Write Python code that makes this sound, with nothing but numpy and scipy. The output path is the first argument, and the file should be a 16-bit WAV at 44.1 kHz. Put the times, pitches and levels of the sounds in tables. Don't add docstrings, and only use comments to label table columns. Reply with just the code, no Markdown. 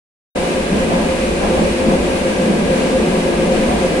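import sys
import numpy as np
from scipy.fft import rfft, irfft, next_fast_len
from scipy.io import wavfile
from scipy.ndimage import map_coordinates

SR = 44100
rng = np.random.default_rng(int(sys.argv[2]) if len(sys.argv) > 2 else 0)


def dump(signal):
    limited = np.clip(np.atleast_2d(signal).T, -1, 1)
    pcm = np.round(limited * 32767).astype(np.int16)
    wavfile.write(sys.argv[1], SR, pcm)


N = 176400
TIME = np.arange(N) / SR

# time_s, level_db
RUMBLE_COURSE = [(0.38, -33), (2.01, -27.5), (2.6, -36.5), (2.63, -31.5), (3.92, -30.5), (4.0, -30)]
BOOM_COURSE = [(0.38, -18.5), (0.69, -22.5), (0.71, -19), (1.25, -19.5), (1.62, -16), (1.74, -20),
               (1.89, -15), (2.16, -20.5), (2.46, -17.5), (3.97, -18), (4.0, -20)]
ROAR_COURSE = [(0.38, -28), (0.72, -33), (0.73, -29.5), (0.9, -29), (0.91, -27), (1.28, -30.5), (1.47, -29),
               (1.79, -32), (1.8, -28.5), (2.22, -29.5), (3.96, -28), (4.0, -28)]
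AIR_COURSE = [(0.38, -30), (1.82, -29.5), (2.67, -30), (2.79, -28), (3.0, -29.5), (3.51, -30), (3.53, -29),
              (3.99, -29.5), (4.0, -30)]
RUMBLE_TRIM_DB, BOOM_TRIM_DB, ROAR_TRIM_DB, AIR_TRIM_DB = 2, 0, 5.5, 3
# frequency_hz, density_db (per Hz)
FLOOR_SPECTRUM = [(4, -14), (16, -4.5), (32, -4.5), (48, -2.5), (64, 0.5), (85, -8), (115, -13.5),
                  (170, -27), (400, -80), (1000, -120)]
ROLLING_SPECTRUM = [(30, -70), (90, -20), (160, -7.5), (300, -2), (550, 0), (640, -2), (705, 1), (790, -4),
                    (870, -2), (980, -2), (1100, -11.5), (1300, -16.5), (2000, -29), (5000, -70),
                    (12000, -120)]
GAP_SPECTRUM = [(60, -60), (400, -9.5), (1200, -3), (1450, -3), (1780, -2.5), (2050, 1), (2220, -.5),
                (2400, 1.5), (2950, -2.5), (3250, -5.5), (4000, -7), (5000, -10.5), (7000, -12.5),
                (9000, -10.5), (10500, -16), (11500, -26.5), (13000, -48)]
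# centre_hz, width_hz, relative_level_db
VESTIBULE_MODES = [(168.4, 9.9, 0.5), (184.7, 11, -6), (211, 11, 1), (231.6, 18, -5), (258, 21, -4),
                   (298, 8.1, -12), (346, 23, -2), (375, 12.6, -4.5), (447.5, 8.4, -5), (503, 54, -6.5)]
RIPPLE_HZ, RIPPLE_DB, RIPPLE_TOP_HZ = 14, 2, 3000
# peak_s, level_db
HUM_SWELLS = [(.375, -21.5), (.44, -23), (.57, -23), (0.831, -21.5), (.96, -21), (1.115, -18.5),
              (1.242, -19.5), (1.43, -24.5), (1.538, -17.5), (1.67, -24), (1.84, -18.5), (1.94, -19.5),
              (2.148, -20), (2.275, -20), (2.425, -17), (2.735, -16), (2.835, -23), (2.965, -16),
              (3.154, -21), (3.272, -21), (3.416, -21), (3.527, -16), (3.635, -20), (3.852, -17.5),
              (3.98, -16.5)]
HUM_HZ, HUM_DRIFT_HZ = 526.3, 3.98
HUM_WAVER_DB, HUM_FLOOR_DB, SWELL_S = 1, -34.5, 0.027
# level_db, left_right_phase_rad
WHINE_PARTIALS = [(-30, 1.45), (-43.5, 1.67)]
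WHINE_HZ = 575.7
# centre_hz, width_hz, relative_level_db (before the response is squared)
DOOR_MODES = [(1565, 58, -1), (1645, 85, 0.5), (2380, 67, -4)]
DOOR_DB = -36
# start_s, thud_db, clatter_db
TRACK_JOLTS = [(.712, -16, -30), (.91, -21, -21), (1.412, -24, -20), (1.565, -19, -24.5),
               (1.88, -18.5, -24), (2.46, -15, -29), (2.78, -22.5, -28), (3.06, -20, -34),
               (3.385, -20.5, -34), (3.68, -22, -21.5)]
JOLT_ATTACK_S, JOLT_DECAY_S = 0.017, 0.068
# frequency_hz, density_db (per Hz)
THUD_SPECTRUM = [(30, -70), (100, -28), (160, -5.5), (210, 5), (260, -7.5), (400, -13), (900, -40),
                 (6000, -120)]
CLATTER_SPECTRUM = [(50, -70), (200, -13), (380, -1), (700, 4.5), (950, -1.5), (1400, -11), (3000, -21),
                    (7000, -34), (13000, -90)]
# frequency_hz, correlation (-1 to 1)
LIKENESS = [(30, .995), (60, 0.99), (100, 0.99), (160, 0.98), (250, 0.87), (400, .75), (550, 0.55),
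            (700, 0.44), (900, -0.091), (1150, -0.1), (1800, -0.0058), (10000, -0.008)]
# frequency_hz, left_over_right_db
BALANCE = [(25, -.3), (60, -2.5), (100, 3.5), (170, 0.4), (300, 0.5), (520, 0.8), (690, 1.9), (1100, -1.4),
           (2000, 1.7), (4000, 1), (8000, -1), (10000, 1.5), (12000, 16.5)]
START_S, FADE_S, CEILING, TOP_HZ = 0.3499, 0.01, 0.8, 13450


def amp(db):
    return 10 ** (np.asarray(db) / 20)


def unit(x):
    return x / np.sqrt(np.mean(x ** 2) + 1e-20)


def along(points, hz):
    f, v = np.transpose(points)
    return np.interp(np.log(hz + 1), np.log(f + 1), v)


def curve(rows):
    return np.interp(TIME, *np.transpose(rows))


def wobble(rate):
    knots = rng.standard_normal(int(N * rate / SR) + 4)
    return map_coordinates(knots, [TIME * rate])


def filtered(x, response):
    size = next_fast_len(N + SR // 2)
    spectrum = rfft(x, size) * response(np.fft.rfftfreq(size, 1 / SR))
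    return irfft(spectrum, size)[..., :N]


def colour(points):
    return lambda hz: amp(along(points, hz))


def resonant(modes):
    def response(hz):
        power = 0
        for centre, width, db in modes:
            damping = (hz * width) ** 2
            power = power + amp(db) ** 2 * damping / ((centre ** 2 - hz ** 2) ** 2 + damping)
        return np.sqrt(power)
    return response


def rush(response):
    def mid_side(hz):
        angle = np.arccos(np.clip(along(LIKENESS, hz), -1, 1)) / 2
        return response(hz) * np.array([np.cos(angle), np.sin(angle)])

    mid, side = filtered(rng.standard_normal((2, N)), mid_side)
    return unit(np.array([mid + side, mid - side]))


def tone(hz, drift_hz, spread):
    phase = 2 * np.pi * np.cumsum(hz + drift_hz * wobble(21.96)) / SR
    return unit(np.sin([phase + spread / 2, phase - spread / 2]))


def room_ripple(hz):
    knots = rng.standard_normal(8192)
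    depth_db = RIPPLE_DB / (1 + (hz / RIPPLE_TOP_HZ) ** 2)
    return amp(depth_db * map_coordinates(knots, [hz / RIPPLE_HZ], mode="mirror"))


def coach(low_hz=150, high_hz=620):
    def boom_response(hz):
        band_edges = (1 + (low_hz / (hz + 1)) ** 12) * (1 + (hz / high_hz) ** 12)
        return resonant(VESTIBULE_MODES)(hz) / np.sqrt(band_edges)

    def roar_response(hz):
        return colour(ROLLING_SPECTRUM)(hz) * room_ripple(hz)

    rumble = amp(curve(RUMBLE_COURSE) + RUMBLE_TRIM_DB) * rush(colour(FLOOR_SPECTRUM))
    boom = amp(curve(BOOM_COURSE) + BOOM_TRIM_DB) * rush(boom_response)
    roar_db = curve(ROAR_COURSE) + ROAR_TRIM_DB + 0.49 * wobble(14)
    roar = amp(roar_db) * rush(roar_response)
    return rumble + boom + roar


def wheels():
    power = amp(HUM_FLOOR_DB) ** 2
    for peak_s, db in HUM_SWELLS:
        power = power + amp(db) ** 2 * np.exp(-((TIME - peak_s) / SWELL_S) ** 2)
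    waver = amp(HUM_WAVER_DB * wobble(40))
    hum = np.sqrt(power) * waver * tone(HUM_HZ, HUM_DRIFT_HZ, spread=0.32)

    whine = np.zeros((2, N))
    for harmonic, (db, spread) in enumerate(WHINE_PARTIALS, start=1):
        level = amp(db + 1.6 * wobble(12))
        whine += level * tone(harmonic * WHINE_HZ, drift_hz=2.1, spread=spread)
    return hum + whine


def air():
    def gap_response(hz):
        return colour(GAP_SPECTRUM)(hz) * room_ripple(hz)

    flutter_db = 0.42 * wobble(16)
    hiss = amp(curve(AIR_COURSE) + AIR_TRIM_DB + flutter_db) * rush(gap_response)
    panel = amp(DOOR_DB + 0.67 * wobble(7.3)) * rush(lambda hz: resonant(DOOR_MODES)(hz) ** 2)
    return hiss + panel


def jolts():
    thud, clatter = np.zeros(N), np.zeros(N)
    for start_s, thud_db, clatter_db in TRACK_JOLTS:
        age = np.maximum(TIME - start_s, 0)
        shape = (1 - np.exp(-age / JOLT_ATTACK_S)) * np.exp(-age / JOLT_DECAY_S)
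        shape /= shape.max()
        thud += amp(thud_db) * shape
        clatter += amp(clatter_db) * shape
    return thud * rush(colour(THUD_SPECTRUM)) + clatter * rush(colour(CLATTER_SPECTRUM))


def scene():
    return coach() + wheels() + air() + jolts()


def record(dry):
    def microphones(hz):
        half_db = along(BALANCE, hz) / 2
        return amp(np.array([half_db, -half_db]))

    pair = filtered(dry, microphones)
    rounded = pair / (1 + (pair / CEILING) ** 6) ** (1 / 6)
    onset = np.clip((TIME - START_S) / FADE_S, 0, 1)
    return filtered(rounded * onset, lambda hz: hz < TOP_HZ)


dry = scene()
out = record(dry)
dump(out)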